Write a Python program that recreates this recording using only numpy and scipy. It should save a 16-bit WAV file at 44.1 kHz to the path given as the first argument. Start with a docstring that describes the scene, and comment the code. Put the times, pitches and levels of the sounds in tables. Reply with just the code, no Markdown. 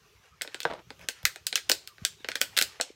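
"""A garden table outdoors: hands grip and squeeze a thin plastic bottle, and its wall buckles in sharp snaps.
Snaps, single or in clusters, layer band-limited noise bursts, a falling hollow pop and ringing wall modes.
The upturned bottle knocks on the table (burst, pop, table modes) and its neck skids briefly in tiny slips.
Fingers pat (short sine thuds) and rub (coloured friction grains); faint squeaks are sagging sine tones.
Decaying noise echoes make deck and walls answer snaps and knock, over a quiet hush of coloured noise."""
import sys
import numpy as np
from scipy import signal
from scipy.fft import rfft, irfft, next_fast_len
from scipy.io import wavfile
from scipy.ndimage import uniform_filter1d, map_coordinates

SR = 44100
rng = np.random.default_rng(int(sys.argv[2]) if len(sys.argv) > 2 else 0)


def put_to_file(sound):
    """Save the sound as 16-bit audio at rate SR, in the file named by the first command-line argument."""
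    columns = np.atleast_2d(sound).T  # one column per channel
    safe = np.clip(columns, -1, 1)
    whole_steps = np.round(safe * 32767)
    wavfile.write(sys.argv[1], SR, whole_steps.astype(np.int16))


N = 130095  # samples


# buckles of the wall: t/s, then level/dB of hollow body, panel, crack, click and sizzle
BUCKLES = [(0.4115, -48.5, -32.5, -39, -55, -69), (0.4188, -49.5, -37.5, -33.5, -32, -40.5),
           (0.4474, -46, -46, -65, -67, -72), (0.4751, -49, -42.5, -42, -52.5, -77),
           (0.5442, -43, -37, -36, -41.5, -55), (0.6031, -56, -40.5, -34.5, -41.5, -45),
           (0.6177, -74, -48, -42, -58, -66), (0.631, -56, -48, -39.5, -40, -55),
           (0.7358, -40, -61, -48, -53.5, -75), (0.904, -45, -43, -44.5, -54, -70),
           (0.993, -58, -57, -59, -62, -68), (1.012, -70, -50, -68, -67, -63),
           (1.0408, -55.5, -58, -70, -79, -84), (1.0863, -42.5, -31, -28.5, -29, -37),
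           (1.2299, -56, -57, -57, -58, -56), (1.2524, -42.5, -19, -22.5, -21.5, -26),
           (1.3591, -49, -42.5, -44.5, -46.5, -58), (1.4673, -55.5, -38.5, -27.5, -27, -32),
           (1.5267, -43.5, -33.5, -29, -38.5, -62), (1.556, -47.5, -29, -21.5, -22, -32.5),
           (1.5756, -51, -33, -37, -48, -56), (1.6924, -41.5, -42, -35, -38, -43),
           (1.696, -30.5, -25, -23.5, -22.5, -27), (1.7159, -37.5, -29.5, -20, -20.5, -29.5),
           (1.874, -74, -48, -41.5, -43.5, -47.5), (1.9814, -62, -50.5, -57.5, -77, -78),
           (2.0499, -49.5, -30, -23.5, -22.5, -33), (2.2448, -41.5, -38, -37.5, -52, -76),
           (2.2864, -36.5, -28.5, -33, -37, -45), (2.3163, -63, -35, -38, -42.5, -67),
           (2.3547, -42, -29.5, -29.5, -33, -42), (2.4096, -42.5, -45, -53, -44, -46),
           (2.4139, -35.5, -23.5, -22.5, -22.5, -26.5), (2.5666, -51, -32.5, -27.5, -37, -42),
           (2.5722, -41, -33, -25.5, -30.5, -40), (2.576, -50, -26, -24, -26.5, -30),
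           (2.5877, -42.5, -24, -20, -23.5, -30), (2.6125, -39, -24.5, -24.5, -28, -29.5),
           (2.6232, -42, -31.5, -24, -23.5, -30.5), (2.7988, -32.5, -31.5, -43.5, -53, -72),
           (2.811, -40, -36.5, -25.5, -24.5, -42.5)]
# those five layers, low to high: lower edge f/Hz, upper edge f/Hz
LAYER_BANDS = [(220, 1000), (1300, 2700), (2700, 4700), (4700, 9300), (9300, 16000)]
# their envelopes: rise t/s, buckle t60 t/s, ring level/dB against the buckle, ring t60 t/s
LAYER_ENVELOPES = [(0.0013, 0.018, 2, 0.046), (0.000916, 0.0068, -12.5, 0.027),
                   (.0007, 0.0065, -29.5, 0.072), (0.00043, 0.0055, -15, 0.043),
                   (0.00051, 0.0076, -14.5, 0.055)]
# modes of the bottle wall: f/Hz, relative level/dB, t60 t/s
WALL_MODES = [(416, -15.5, 0.021), (525, -5, 0.057), (605, -17, 0.014), (1532, -6, 0.035),
              (1780, -18, .025), (2543, -14.5, 0.048), (3575, -17, 0.032), (4398, -12.5, 0.033),
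              (5133, -4.5, 0.017)]
MODE_SPREAD = 0.031  # the grip retunes the modes (share of f)
MODE_RISE_S = 0.00045
BODY_NOISE_DB = -4  # the irregular share of the hollow body
SIDES = 3


def snaps():
    """Each buckle bursts and pops, then the wall rings; every side of the bottle radiates its own version."""
    out = np.zeros(N)
    t = np.arange(SR // 12) / SR
    filters = [signal.butter(3, band, 'band', fs=SR, output='sos') for band in LAYER_BANDS]
    envelopes = []
    for rise, t60, ring_db, ring_t60 in LAYER_ENVELOPES:
        buckle = amp(-60 * np.maximum(t - rise, 0) / t60)
        wall_ring = amp(ring_db - 60 * t / ring_t60)
        envelopes.append(np.minimum(t / rise, 1) ** 2 * (buckle + wall_ring))

    for s, *levels in BUCKLES:
        for side in range(SIDES):
            modes = ring(WALL_MODES, t, MODE_SPREAD) * (1 - np.exp(-t / MODE_RISE_S))
            bursts = []
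            for sos, envelope in zip(filters, envelopes):
                noise = unit(signal.sosfilt(sos, rng.standard_normal(2 * len(t))))
                bursts.append(noise[len(t):] * envelope)  # second half: the filter has settled
            bursts[0] = amp(BODY_NOISE_DB) * bursts[0] + pop(t)
            snap = np.zeros(len(t))
            for db, sos, burst in zip(levels, filters, bursts):
                snap += amp(db) * struck(signal.sosfilt(sos, burst + modes))
            add(out, s, answer(snap) / np.sqrt(SIDES))
        add(out, s, snap)  # only the last side is heard directly
    return out


# low bending waves arrive highest first
POP_START_HZ, POP_END_HZ, POP_GLIDE_S = 1078, 476.8, 0.00215
# level before the hit is scaled, time of the peak, pitch scatter (log share)
POP_DB, POP_PEAK_S, POP_SPREAD = -5, 0.0031, 0.064


def pop(t):
    """The hollow part of a hit: a few cycles that fall in pitch."""
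    glide = POP_END_HZ + (POP_START_HZ - POP_END_HZ) * np.exp(-t / POP_GLIDE_S)
    hz = glide * np.exp(POP_SPREAD * rng.standard_normal())
    swell = t / POP_PEAK_S * np.exp(1 - t / POP_PEAK_S)
    return amp(POP_DB) * swell * np.sin(2 * np.pi * np.cumsum(hz) / SR)


# tone of the dull crack: f/Hz, level/dB
CRACK_COLOUR = [(60, -58), (150, -5), (260, -18), (470, 5.5), (720, -2), (1000, -8), (1250, -12),
                (1560, -5.5), (2300, -21.5), (3500, -19.5), (5000, -31), (9000, -43), (15000, -50)]
# modes of the table with the bottle on it: f/Hz, relative level/dB, t60 t/s
TABLE_MODES = [(159, -12.5, 0.51), (353, 12, 0.078), (451, 4, 0.061), (675, 5, 0.045), (767, -19, 0.045),
               (982, 4, 0.13), (1502, 4, 0.14), (1940, -8, 0.12)]
KNOCK_S, KNOCK_DB, CRACK_T60_S = .6528, -19.5, 0.016
KNOCK_POP_DB, KNOCK_RING_DB = -7.5, -12.5  # against the crack


def knock():
    """The neck lands on the table: a dull crack, the bottle's hollow pop and the table's ring."""
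    out = np.zeros(N)
    t = np.arange(SR // 4) / SR
    burst = rng.standard_normal(len(t)) * amp(-60 * t / CRACK_T60_S)
    crack = struck(coloured(burst, CRACK_COLOUR))
    hollow = amp(KNOCK_POP_DB) * struck(pop(t))
    table = amp(KNOCK_RING_DB) * struck(ring(TABLE_MODES, t, 0.0055))
    hit = amp(KNOCK_DB) * struck(crack + hollow + table)
    add(out, KNOCK_S, hit)
    add(out, KNOCK_S, answer(hit))
    return out


# course of the skid: t/s, level/dB
SKID_LEVEL = [(.66, -60), (.672, -43), (.692, -44), (.709, -35), (.722, -36.5), (.742, -45.5), (.77, -50),
              (.795, -49.5), (.825, -63)]
# tone of the scrape: f/Hz, level/dB
SCRAPE_COLOUR = [(60, -43), (160, -9), (250, -21), (480, -1), (700, -2), (1000, -6.5), (1500, -11.5),
                 (2400, -16.5), (4000, -22.5), (6000, -38), (13000, -55)]
SLIPS_PER_S, SKID_RING_DB = 1400, -5.5  # ring against the scrape


def skid():
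    """The neck slides in tiny slips that keep the table ringing."""
    grains = slips(SLIPS_PER_S)
    table = ring(TABLE_MODES, np.arange(SR // 4) / SR, 0.0036)
    ringing = signal.fftconvolve(grains, table)[:N]
    scrape = unit(coloured(grains, SCRAPE_COLOUR))
    return amp(curve(SKID_LEVEL)) * (scrape + amp(SKID_RING_DB) * unit(ringing))


# soft pats of the fingers: t/s, peak level/dB, f/Hz, length t/s
FINGER_PATS = [(1.238, -36.5, 97, 0.011), (1.248, -49, 59.4, 0.035), (2.018, -36.5, 149, 0.01),
               (2.022, -43, 73, .02), (2.203, -50, 322, 0.0073), (2.9024, -39, 406, 0.0057)]


def pats():
    """Soft fingers push the bottle: a low thud of a cycle or two."""
    out = np.zeros(N)
    for s, db, hz, length in FINGER_PATS:
        t = np.arange(int(length * SR)) / SR
        swell = np.sin(np.pi * t / length)
        add(out, s, amp(db) * swell * np.sin(2 * np.pi * hz * t))
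    return out


# course of the rubbing before its trim: t/s, level/dB
RUB_LEVEL = [(-.05, -73.5), (.17, -73), (.25, -61), (.37, -73.5), (.6, -60), (.84, -72), (.96, -78),
             (1.01, -56.5), (1.1, -63.5), (1.22, -60.5), (1.42, -68), (1.8, -68), (1.94, -73), (2.02, -64),
             (2.21, -65), (2.52, -61.5), (2.76, -59), (3, -68.5)]
# tone of skin on plastic: f/Hz, level/dB
SKIN_COLOUR = [(100, -8), (250, -8), (430, 2), (750, 5), (1500, 6), (2500, 7), (4000, -0.5), (6200, 0),
               (8500, -11.5), (13000, -13), (16000, -42)]
RUB_TRIM_DB, RUB_FLUTTER_DB, RUB_GRAINS_PER_S = 2.5, 3, 6500


def rub():
    """Skin drags faintly over the plastic in a dense run of friction grains."""
    level = curve(RUB_LEVEL) + RUB_TRIM_DB + RUB_FLUTTER_DB * wobble(30)
    grains = coloured(slips(RUB_GRAINS_PER_S), SKIN_COLOUR)
    return amp(level) * unit(patchy(grains))


# faint squeaks: t/s, length t/s, start f/Hz, end f/Hz, peak level/dB
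FAINT_SQUEAKS = [(0.314, 0.045, 1233, 1230, -59), (1.868, 0.072, 1400, 1080, -58.5),
                 (2.174, 0.07, 3830, 3660, -57.5)]


def squeaks():
    """Faint, slightly unsteady tones in the background that sag in pitch."""
    out = np.zeros(N)
    for s, length, start, end, db in FAINT_SQUEAKS:
        u = np.linspace(0, 1, int(length * SR))
        hz = (start + (end - start) * u) * (1 + 0.054 * wobble(220)[:len(u)])
        add(out, s, amp(db) * np.sin(np.pi * u) * np.sin(2 * np.pi * np.cumsum(hz) / SR))
    return out


# decay of the late answer: f/Hz, t60 t/s
LATE_T60 = [(300, 0.38), (1500, 0.24), (4500, 0.32), (9000, 0.26), (15000, 0.22)]
# tone of the late answer: f/Hz, level/dB
LATE_COLOUR = [(200, -4.5), (700, -2), (2000, -1), (6000, -1.5), (15000, 0)]
LATE_DB, NEAR_DB, NEAR_T60_S, ARRIVE_S = -16, -10, 0.1, 0.0052


def answer(x):
    """The quick scatter from table and body and the later answer of deck and walls, as decaying noise."""
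    t = np.arange(SR // 2) / SR
    late_noise, near_noise = rng.standard_normal((2, len(t)))
    hz, s, z = signal.stft(late_noise, SR, nperseg=256)
    decay_db = along(LATE_COLOUR, hz)[:, None] - 60 * s / along(LATE_T60, hz)[:, None]
    late = signal.istft(z * amp(decay_db), SR, nperseg=256)[1][:len(t)]
    arrive = 1 - np.exp(-(t / ARRIVE_S) ** 2)
    near = near_noise * arrive * amp(-60 * t / NEAR_T60_S)
    tail = amp(LATE_DB) * unit(late * arrive) + amp(NEAR_DB) * unit(near)
    return signal.fftconvolve(x, tail / np.sqrt(len(t)))


# tone of the garden air: f/Hz, relative level/dB
AIR_COLOUR = [(15, -24), (35, -11), (55, 6), (95, 8), (160, 3.5), (280, -9.5), (410, 2), (560, -17.5),
              (780, -19.5), (1200, -5.5), (1900, -16.5), (2500, -8), (4800, -12.5), (6200, -10.5),
              (8500, -21.5), (14000, -20), (16000, -25)]
HUSH_DB, HUSH_WAVER_DB = -63.5, 2.3


def hush():
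    """Quiet, uneven garden air: coloured noise that wavers in level."""
    air = coloured(rng.standard_normal(N), AIR_COLOUR)
    return amp(HUSH_DB + HUSH_WAVER_DB * wobble(7.06)) * unit(patchy(air))


PATCH_DB, PATCH_TOP_HZ = 4.5, 5000  # swing in the lows, frequency where it halves


def patchy(x):
    """Let the bands of a sound swell and fade on their own; the high hiss stays smoother."""
    hz, _, z = signal.stft(x, SR, nperseg=1024)
    field = uniform_filter1d(rng.standard_normal(z.shape), size=4, axis=0)  # blur across frequency
    field = unit(uniform_filter1d(field, size=5, axis=1))  # blur across time
    swing_db = PATCH_DB * field / (1 + hz[:, None] / PATCH_TOP_HZ)
    return signal.istft(z * amp(swing_db), SR, nperseg=1024)[1][:N]


def ring(modes, t, spread):
    """Damped modes, each with a fresh strength and a slight detuning."""
    hz, db, t60 = np.transpose(modes)[:, :, None]
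    strength, detune = rng.standard_normal((2, len(modes), 1))
    level = np.sign(strength) * amp(db + 2 * strength - 60 * t / t60)
    return np.sum(level * np.sin(2 * np.pi * hz * (1 + spread * detune) * t), axis=0)


def slips(rate):
    """Tiny friction impulses of random size, rate a second."""
    return (rng.random(N) < rate / SR) * rng.standard_normal(N)


def coloured(x, points):
    """x through a causal minimum-phase filter with the given (Hz, dB) shape."""
    m = 2 * next_fast_len(len(x) // 2 + 4096)
    cepstrum = irfft(np.log(amp(along(points, np.fft.rfftfreq(m, 1 / SR)))), m)
    cepstrum[1:m // 2] *= 2  # fold onto positive time
    cepstrum[m // 2 + 1:] = 0
    return irfft(rfft(x, m) * np.exp(rfft(cepstrum)), m)[:len(x)]


def struck(x):
    """Scale a hit so that its opening 6 ms have rms 1."""
    return x / np.sqrt(np.mean(x[:round(.006 * SR)] ** 2) + 1e-20)


def unit(x):
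    """Scale to rms 1."""
    return x / np.sqrt(np.mean(x ** 2) + 1e-20)


def amp(db):
    """Decibels to gain."""
    return 10 ** (np.asarray(db) / 20)


def along(points, hz):
    """Interpolate (Hz, value) points on a log frequency axis."""
    f, v = np.transpose(points)
    return np.interp(np.log(hz + 1), np.log(f + 1), v)


def curve(rows):
    """(s, dB) rows as one level per sample, -120 dB outside them."""
    return np.interp(np.arange(N) / SR, *np.transpose(rows), left=-120, right=-120)


def wobble(rate):
    """A smooth random curve, rate knots a second."""
    knots = rng.standard_normal(int(N * rate / SR) + 4)
    return map_coordinates(knots, [np.arange(N) * rate / SR])


def add(track, s, x):
    """Mix x into the track at time s."""
    i = max(round(s * SR), 0)
    track[i:i + len(x)] += x[:max(N - i, 0)]


def scene():
    """All layers summed to one channel."""
    return (snaps() + knock() + skid() + pats() + rub() + squeaks() + hush())[None]


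LOW_CUT_HZ, TOP_HZ = 37, 15950


def record(dry):
    """Cut the deep rumble and, very steeply, everything above the band limit."""
    m = next_fast_len(N + SR // 2)
    low_cut = signal.butter(2, LOW_CUT_HZ, 'high', fs=SR, output='sos')
    thin = signal.sosfilt(low_cut, dry)
    top_cut = np.sqrt(1 + (np.fft.rfftfreq(m, 1 / SR) / TOP_HZ) ** 120)
    return irfft(rfft(thin, m) / top_cut, m)[..., :N]


dry = scene()
out = record(dry)
put_to_file(out)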